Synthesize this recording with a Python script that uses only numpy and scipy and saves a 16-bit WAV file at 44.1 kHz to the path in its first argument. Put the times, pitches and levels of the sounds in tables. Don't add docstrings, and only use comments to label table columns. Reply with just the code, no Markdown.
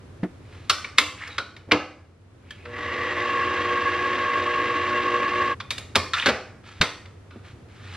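import sys
import numpy as np
from scipy import signal
from scipy.fft import rfft, irfft, next_fast_len
from scipy.io import wavfile
from scipy.ndimage import map_coordinates

SR = 44100
rng = np.random.default_rng(int(sys.argv[2]) if len(sys.argv) > 2 else 0)


def dump(signal):
    limited = np.clip(np.atleast_2d(signal).T, -1, 1)
    pcm = np.round(limited * 32767).astype(np.int16)
    wavfile.write(sys.argv[1], SR, pcm)


N = 351036
TIME = np.arange(N) / SR


def amp(db):
    return 10 ** (np.asarray(db) / 20)


def unit(x):
    return x / np.sqrt(np.mean(x ** 2) + 1e-20)


def read(points, hz):
    f, value = np.transpose(points)
    return np.interp(np.log(hz + 1), np.log(f + 1), value)


def peak_lift(hz, centre_hz, width_hz, lift_db):
    return lift_db / (1 + (2 * (hz - centre_hz) / width_hz) ** 2)


def colour(x, points, peaks=()):
    size = next_fast_len(len(x) + 4096)
    hz = np.fft.rfftfreq(size, 1 / SR)
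    db = read(points, hz) + sum(peak_lift(hz, *peak) for peak in peaks)
    return irfft(rfft(x, size) * amp(db), size)[:len(x)]


def add(mix, s, sound):
    part = mix[max(round(s * SR), 0):][:len(sound)]
    part += sound[:len(part)]


def wander(rate_hz):
    knots = rng.standard_normal(4000)
    coarse = map_coordinates(knots, [TIME[::16] * rate_hz * 2], order=3, mode="wrap")
    return unit(coarse.repeat(16)[:N])


def hump(s, half_s):
    return np.exp(-((TIME - s) / half_s) ** 2)


def causal(gain):
    log_gain = np.log(np.maximum(gain, 1e-6))
    circle = np.concatenate([log_gain, log_gain[-2:0:-1]])
    return np.fft.ifft(np.exp(np.conj(signal.hilbert(circle)))).real


def resonate(x, hz, width_hz):
    turn = np.exp(2j * np.pi * np.cumsum(hz * np.ones(len(x))) / SR)
    r = np.exp(-np.pi * width_hz / SR)
    return unit((turn * signal.lfilter([1], [1, -2 * r, r * r], x / turn)).real)


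# frequency in Hz, gain in dB.
FLOOR_COLOUR = [(15, -57), (25, -22), (53, -19), (71, -12), (93, -5), (167, -17), (278, -17.5),
                (301, -21.5), (335, -18), (673, -28), (729, -28), (790, -31), (1350, -32.5), (10900, -56),
                (15000, -84)]
# time in seconds, relative level in dB.
FLOOR_LEVELS = [(0.3, -47), (2.17, -55.5), (2.7, -47.5), (5.5, -45.5), (6.67, -51), (7.96, -48)]


def background(floor_db=3, swell_db=-0.4):
    level = np.interp(TIME, *np.transpose(FLOOR_LEVELS))
    noise = colour(rng.standard_normal(N), FLOOR_COLOUR, [(87.5, 22, 5.3)])
    return amp(floor_db + level + swell_db * wander(2.5)) * unit(noise)


BLOW_BAND_EDGES = [40, 220, 1020, 2800, 6500, 16000]
# frequency in Hz, gain in dB.
HOUSING_COLOUR = [(40, -30.5), (85, -4), (140, -11.5), (250, -2.5), (500, 4), (800, -2.5), (950, -1.5),
                  (1150, 2), (2300, 1), (3000, -4.5), (4400, -5.5), (5600, -15), (7000, -23),
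                  (11000, -37.5), (16000, -54.5)]


def clack(band_db, rings_hz, lift_db, contact_s, ring_width_hz=270, thump_s=0.027, rattle_s=0.015,
          rattle_db=-8, press_s=0.0019, size=4096):
    t, hz = np.arange(size) / SR, np.fft.rfftfreq(size, 1 / SR)
    lift = sum(peak_lift(hz, f, ring_width_hz, lift_db) for f in rings_hz)
    body = amp(read(HOUSING_COLOUR, hz) + lift)
    touch = np.exp(-(t / max(contact_s, .001)) ** 2) + amp(rattle_db) * np.exp(-t / rattle_s)
    thump = np.exp(-t / thump_s)
    press = 1 - np.exp(-t / press_s)
    out = np.zeros(size)
    for k, db in enumerate(band_db):
        lo, hi = BLOW_BAND_EDGES[k:k + 2]
        band = 1 / np.sqrt((1 + (lo / (hz + 1)) ** 12) * (1 + (hz / hi) ** 12))
        force = rng.standard_normal(size) * press * (thump if k < 2 else touch)
        out += amp(db) * unit(signal.fftconvolve(force, causal(body * band))[:size])
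    return out


# start in seconds, level in dB, #
# weight of the low knock in dB, brightness in dB, first and second resonance of the struck part in Hz, # their
# lift in dB, contact length in seconds, drive to the ringing frame in dB, send to the room echo in dB.
CLACK_EVENTS = [(0.229, -53.5, -22, -10, 1800, 1150, 14, 0.013, -25, -21),
                (0.695, -27, -14, 2, 1280, 5320, 10.5, 0.012, -7.5, -0.5),
                (0.843, -39.5, -17.5, -7, 2280, 2940, 7.7, 0.0082, -4, 1),
                (0.976, -46, -14, 0.5, 2160, 3524, 5, .006, -11.5, -4),
                (0.982, -21, -16.5, 0.5, 2160, 3530, 6.3, 0.0057, -7, -3),
                (1.274, -55, -3.5, 2, 5200, 6900, 6, .0067, 4.5, -2.5),
                (1.381, -32, -11, -3.5, 1420, 3880, 12, 0.005, -8, -1.5),
                (1.564, -54, -6.5, -2.5, 3600, 2210, 7.9, 0.005, -4, -0.5),
                (1.711, -28, -12, -18, 2320, 1100, 4.9, 0.0055, -7.5, -3.5),
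                (1.7166, -22, -4, -5, 2130, 2820, 9.5, 0.0044, -11, -2.5),
                (2.5056, -47.5, -23, -1, 1720, 3190, 19, 0.0043, -18, -5.5),
                (2.653, -48, -7, -10.5, 1300, 2600, 9, 0.0071, -9, 0.5),
                (5.6, -41, -15.5, -4.5, 1080, 3480, 9.4, 0.013, -11.5, -1.5),
                (5.705, -37, -15, 2.5, 2350, 3660, 10, 0.0046, -6, -1),
                (5.779, -46.5, -7.5, 3.5, 2810, 3620, 4.9, 0.0052, -9, 0),
                (5.9495, -40.5, -3.5, -9.5, 1100, 2200, 4, 0.0036, -13.5, -3.5),
                (5.9544, -25.5, -2.5, 1, 2250, 1080, 9.6, 0.0065, -16, -1.5),
                (6.134, -29.5, -27.5, -3, 1330, 3600, 11, 0.0021, -19.5, -3),
                (6.181, -44, -24, -12, 2526, 1400, 10, 0.004, -16, -4),
                (6.223, -38, -13.5, -11, 1900, 3700, 7.3, 0.0036, -8.5, 6.5),
                (6.2585, -28.5, -7, -0.5, 1690, 3580, 5, 0.0023, -14, -2.5),
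                (6.263, -25, -3.5, -10, 2230, 1500, 4.1, 0.023, -14, 1),
                (6.285, -31.5, -2, -2.5, 1930, 1610, 2.8, 0.017, -24, 0),
                (6.638, -61.5, -12, -9, 2300, 3600, 5, 0.008, -15, -4),
                (6.8122, -24.5, -9, -1, 2050, 3640, 6.2, 0.0047, -14.5, -1.5),
                (7.055, -57.5, -15, -4, 3500, 2100, 6, 0.0048, -5.5, 2.5),
                (7.306, -60, -8.5, -8, 2190, 1150, 6.4, 0.0052, -8.5, 10.5)]
# frequency in Hz, level in dB before
# long rings are evened out, time to fall 60 dB in seconds.
RING_MODES = [(301, 7, 0.41), (499, -1, 0.4), (598, -11.5, 0.44), (828, -5, 0.4), (1125, -0.5, 0.27),
              (1266, -2, 0.2), (1382, -6.5, 0.13), (1846, -8.5, 0.22), (2800, -18.5, .22),
              (3560, -12.5, 0.18), (3760, -14.5, 0.25), (4600, -12, 0.3), (5400, 1, 0.25),
              (6078, -5.5, .15), (11500, 2.5, 0.11)]
THUMP_DB, THUMP_PER_WEIGHT = -4.5, 2
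TICK_DB, TICK_PER_BRIGHT = -18, 2.72


def handling(ring_db=-52, echo_colour=0.79, echo_smear=1.0):
    blows, shaken, thrown = np.zeros((3, N))
    for (s, db, weight_db, bright_db, first_hz, second_hz, lift_db, contact_s,
         frame_db, room_db) in CLACK_EVENTS:
        thump_db = THUMP_DB + THUMP_PER_WEIGHT * weight_db
        tick_db = TICK_DB + TICK_PER_BRIGHT * bright_db
        band_db = db + np.array([thump_db, weight_db, 0, bright_db, tick_db])
        rings_hz = first_hz, second_hz
        blow = clack(band_db, rings_hz, lift_db, contact_s)
        echoed = clack(band_db, rings_hz, lift_db * echo_colour, contact_s * echo_smear)
        add(blows, s, blow)
        add(shaken, s, amp(frame_db) * blow)
        add(thrown, s, amp(room_db) * echoed)
    t = np.arange(SR // 2) / SR
    modes = sum(amp(db - 60 * t / t60) * np.sin(2 * np.pi * hz * t) / np.sqrt(t60)
                for hz, db, t60 in RING_MODES)
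    ringing = amp(ring_db) * signal.fftconvolve(shaken, modes)[:N]
    return blows + ringing, thrown + ringing


# start in seconds, level in dB, pitch in Hz,
# decay in seconds, gain of the noise puff in dB.
BUMP_EVENTS = [(0.2301, -17, 182, 0.021, -10), (0.232, -26, 305, 0.025, -1), (1.675, -39, 96.3, 0.041, -11),
               (1.686, -46, 300, 0.03, 7.5), (1.721, -17.5, 301, 0.045, -14),
               (1.729, -29.5, 77.9, 0.035, -12), (5.958, -30, 80.1, 0.043, -16),
               (6.258, -18.5, 178, 0.022, 1), (6.802, -23.5, 76, 0.021, -17), (6.807, -19.5, 162, 0.02, -9),
               (7.357, -38.5, 220, 0.017, -3.5)]
# frequency in Hz, gain in dB.
PUFF_COLOUR = [(80, -20.5), (200, 2.5), (350, 0.5), (600, -5.5), (800, -13), (1850, -20), (2600, -29.5),
               (12000, -63)]


def bumps(size=16000, rise_s=0.003, choke=1.5):
    out, t = np.zeros(N), np.arange(size) / SR
    for s, db, hz, decay_s, puff_db in BUMP_EVENTS:
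        puff = amp(puff_db) * unit(colour(rng.standard_normal(size), PUFF_COLOUR))
        tone = np.sin(2 * np.pi * hz * t)
        shape = np.exp(-(t / decay_s) ** choke) * np.minimum(t / rise_s, 1)
        add(out, s, amp(db) * (puff - tone) * shape)
    return out


# start in seconds, length in seconds, level at the peak
# in dB, place of the peak in the stroke from 0 to 1, pitch the squeak glides from in Hz, pitch it glides
# towards in Hz, squeak's width in Hz, squeak over scrape in dB.
RUB_STROKES = [(0.417, 0.47, -53, 0.24, 2250, 2200, 700, -13), (1.163, 0.15, -35, 0.41, 2040, 1800, 897, 7),
               (1.285, 0.12, -43.5, 0.25, 3850, 3800, 200, -1.5),
               (2.413, 0.56, -53, 0.17, 2390, 2510, 700, 3),
               (6.138, 0.024, -23.5, 0.55, 1290, 1280, 130, 11),
               (6.14, 0.12, -25.5, 0.3, 1250, 3520, 560, 2), (6.633, 0.22, -47, 0.15, 2400, 2120, 700, -17),
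               (7.428, 0.11, -49, 0.25, 2470, 2300, 700, -23),
               (7.685, 0.38, -41.5, 0.76, 1950, 1890, 700, -6)]
# frequency in Hz, gain in dB.
RUB_TONE = [(100, -32), (830, -5.5), (1200, -0.5), (2300, -0.5), (3900, -5.5), (5000, -12), (8000, -26),
            (15000, -59)]
RUB_RISE_DB, RUB_FALL_DB = 19, 10
SWING_AT, SWING_SHARE = .39, 0.19


def rubbing(stutter=0.43, grain_db=2, fade_s=0.0027):
    out = np.zeros(N)
    grip, catch = amp(grain_db * wander(130)), wander(90)
    for start, length, db, peak, first_hz, last_hz, width_hz, squeak_db in RUB_STROKES:
        t = np.arange(0, length, 1 / SR)
        place = t / length
        swell_db = np.interp(place, [0, np.clip(peak, .01, .99), 1], [-RUB_RISE_DB, 0, -RUB_FALL_DB])
        turned = (1 + np.tanh((place - SWING_AT) / SWING_SHARE)) / 2
        hz = first_hz + (last_hz - first_hz) * turned
        hz = hz + stutter * width_hz * np.interp(start + t, TIME, catch)
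        slips = rng.standard_normal(len(t)) * np.interp(start + t, TIME, grip)
        scrape = unit(colour(slips, RUB_TONE))
        squeak = amp(squeak_db) * unit(colour(resonate(slips[::-1], hz, width_hz), RUB_TONE))
        fade = np.clip(np.minimum(t, length - t) / fade_s, 0, 1)
        add(out, start, amp(db + swell_db) * fade * (scrape + squeak) / np.hypot(1, amp(squeak_db)))
    return out


# time in seconds, rise of the mesh pitch
# in Hz, dip of the whine in dB (negative lifts it), swell of the buzz in dB (negative dips it).
LOAD_LURCHES = [(3.19, 10, -6, 1), (3.9, 13.5, -0.5, -1), (4.44, 10, 4.5, 4), (4.81, 15, 2.5, 5.5),
                (5.02, 0, 1.5, 3.5), (5.3, 12, 6.5, 4)]
MOTOR_ON, MOTOR_SOUND_END = 2.635, 5.55
FULL_MESH_HZ = 1093
RUN_UP_S, FIRST_SPEED, EASE = .66, .18, 1.7
WHINE_DB, BUZZ_DB = -26, -35
SLACK_S, LURCH_S = 0.027, .09
PULL_LAG_S, PULL_S = 0.11, 0.068


def drive():
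    run_up = np.clip((TIME - MOTOR_ON) / RUN_UP_S, 0, 1)
    speed = 1 - (1 - FIRST_SPEED) * (1 - run_up) ** EASE
    mesh_hz = FULL_MESH_HZ * speed
    whine_db, buzz_db = np.full(N, float(WHINE_DB)), np.full(N, float(BUZZ_DB))
    for s, rise_hz, dip_db, swell_db in LOAD_LURCHES:
        mesh_hz += rise_hz * hump(s + SLACK_S, LURCH_S)
        whine_db -= dip_db * hump(s, SLACK_S)
        buzz_db += swell_db * hump(s + PULL_LAG_S, PULL_S)
    return speed, mesh_hz, whine_db, buzz_db


# multiple of shaft speed, relative level in dB.
GEAR_TONES = [(11, -26), (21, -16), (22, 0.5), (23, -5.5), (24, -19.5), (32, -14), (33, -8), (34, -14.5),
              (39, -15.5), (41, -14.5), (55, -15.5), (56, -22.5)]
# multiple of mains frequency, relative level in dB when running,
# relative level in dB towards standstill.
BUZZ_LINES = [(4, -13.5, -14.5), (6, -2, -13), (8, 0, -3.5), (10, -7, -12), (18, -3.5, -19.5),
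              (19, -12, -22), (32, -18.5, -15), (34, -17.5, -20)]
# frequency in Hz, gain in dB.
GEAR_COLOUR = [(60, -30.5), (170, -8), (280, 0.5), (540, 1.5), (680, -2), (950, -1.5), (1400, 0), (2200, 2),
               (3100, -7), (4000, -11.5), (5500, -18.5), (7500, -30.5), (10500, -49.5), (15000, -65)]
# frequency in Hz, width in Hz, lift in dB.
CASING_PEAKS = [(304, 25, 9), (493, 24, 7.5), (560, 45, 4.6), (1128, 140, 11.4), (1712, 107, 8),
                (1890, 530, 3.5), (2780, 240, 7.9), (3227, 61, 9.8), (3750, 410, 4), (4600, 61, 2.3)]
# centre in seconds,
# half length in seconds, pitch in Hz, width in Hz, level in dB.
CASING_HOWLS = [(2.765, .045, 1920, 170, -36.5), (3.01, 0.2, 1954, 170, -32.5),
                (3.04, 0.078, 488, 32, -31.5), (3.083, 0.39, 1123, 90, -36.5)]
MESH_ORDER, MAINS_HZ = 22, 60
GEAR_DB, GEAR_RISE_S = -28.5, 0.23
WHINE_ON, WHINE_RISE_S = 3.24, .06


def motor(jitter=0.0019, side_flutter=0.56, rattle_db=1.2, beat=0.11, buzz_flutter=0.27,
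          whine_flutter_db=1.27, catch_s=0.14):
    speed, mesh_hz, whine_db, buzz_db = drive()
    shaft = 2 * np.pi * np.cumsum(mesh_hz * (1 + jitter * wander(25))) / MESH_ORDER / SR
    mains = 2 * np.pi * MAINS_HZ * TIME
    whine, buzz = np.zeros(N), np.zeros(N)
    for k, db in GEAR_TONES:
        shake = .13 if round(k) == MESH_ORDER else side_flutter
        phasor = np.exp(1j * (round(k) * shaft + rng.uniform(0, 2 * np.pi)))
        whine += amp(db) * unit((phasor * (1 + shake * (wander(22) + 1j * wander(22)))).real)
    for k, running_db, starting_db in BUZZ_LINES:
        db = starting_db + (running_db - starting_db) * speed ** 3
        waver = 1 + buzz_flutter * (wander(6) + 1j * wander(6))
        phasor = np.exp(1j * (round(k) * mains + rng.uniform(0, 2 * np.pi)))
        buzz += amp(db) * (waver * phasor).real
    throb = (1 + beat * np.cos(2 * mains)) * amp(rattle_db * wander(70))
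    since_on = np.maximum(TIME - MOTOR_ON, 0)
    caught = np.minimum(since_on / catch_s, 1)
    build = 1 - np.exp(-since_on / GEAR_RISE_S)
    gear_noise = unit(colour(rng.standard_normal(N) * throb, GEAR_COLOUR, CASING_PEAKS))
    rattle = amp(GEAR_DB) * build * gear_noise
    howl = sum(amp(db) * hump(s, half_s) * resonate(rng.standard_normal(N) * throb, hz, width_hz)
               for s, half_s, hz, width_hz, db in CASING_HOWLS)
    whine_in = (1 + np.tanh((TIME - WHINE_ON) / WHINE_RISE_S)) / 2
    singing = amp(whine_db + whine_flutter_db * wander(16)) * whine_in * unit(whine)
    sound = caught * (rattle + howl) + singing + amp(buzz_db) * unit(buzz)
    return sound * np.minimum(since_on / 0.04, 1) * np.clip((MOTOR_SOUND_END - TIME) / 0.035, 0, 1)


# frequency in Hz, time to fall 60 dB in seconds.
ROOM_DECAY = [(100, 0.22), (400, 0.61), (1500, 0.52), (4000, 0.42), (8000, 0.62), (15000, 0.29)]


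def room(x, build_s=0.00055):
    taps = rng.choice([-1., 1.], SR) * (rng.random(SR) < .1)
    hz, t, z = signal.stft(taps, SR, nperseg=256)
    z = z * amp(-60 * t / read(ROOM_DECAY, hz)[:, None]) * (1 - np.exp(-t / build_s))
    tail = signal.istft(z, SR, nperseg=256)[1]
    return signal.fftconvolve(x, tail / np.linalg.norm(tail))[:N]


def scattered(x, size=1200):
    taps = rng.standard_normal(size) * np.linspace(1, 0, size) ** 2
    return signal.fftconvolve(x, taps / np.linalg.norm(taps))[:N]


# frequency in Hz, gain of the side signal in dB.
MIXER_WIDTH = [(100, -37.5), (1000, -29), (2200, -16.5), (4000, -11.5), (5600, -2), (8000, 7),
               (14000, 15.5)]
# frequency in Hz, side over mid in dB.
FLOOR_WIDTH = [(60, -42), (180, -9.5), (550, -5), (1650, -2.5), (4970, -1), (15000, 6)]
CHANNEL_DB = .2


def scene(wet_db=-8, rub_wet_db=-8):
    (blows, thrown), rubs = handling(), rubbing()
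    direct = blows + rubs + bumps() + motor()
    sent = amp(wet_db) * thrown + amp(rub_wet_db) * rubs
    out_of_step = signal.hilbert(direct, next_fast_len(N)).imag[:N]
    side = colour(out_of_step + room(sent), MIXER_WIDTH)
    diffuse = .4 * np.array([scattered(side), scattered(side)])
    mid = direct + room(sent) + background()
    side = side + colour(background(), FLOOR_WIDTH)
    return np.array([amp(-CHANNEL_DB) * mid + side, amp(CHANNEL_DB) * mid - side]) + diffuse


EDGE_HZ = 15800


def record(dry):
    held = dry / (1 + dry ** 6) ** (1 / 6)
    low_pass = signal.firwin(511, EDGE_HZ, window=("kaiser", 9), fs=SR)
    return signal.oaconvolve(held, low_pass[None], "same")


dry = scene()
out = record(dry)
dump(out)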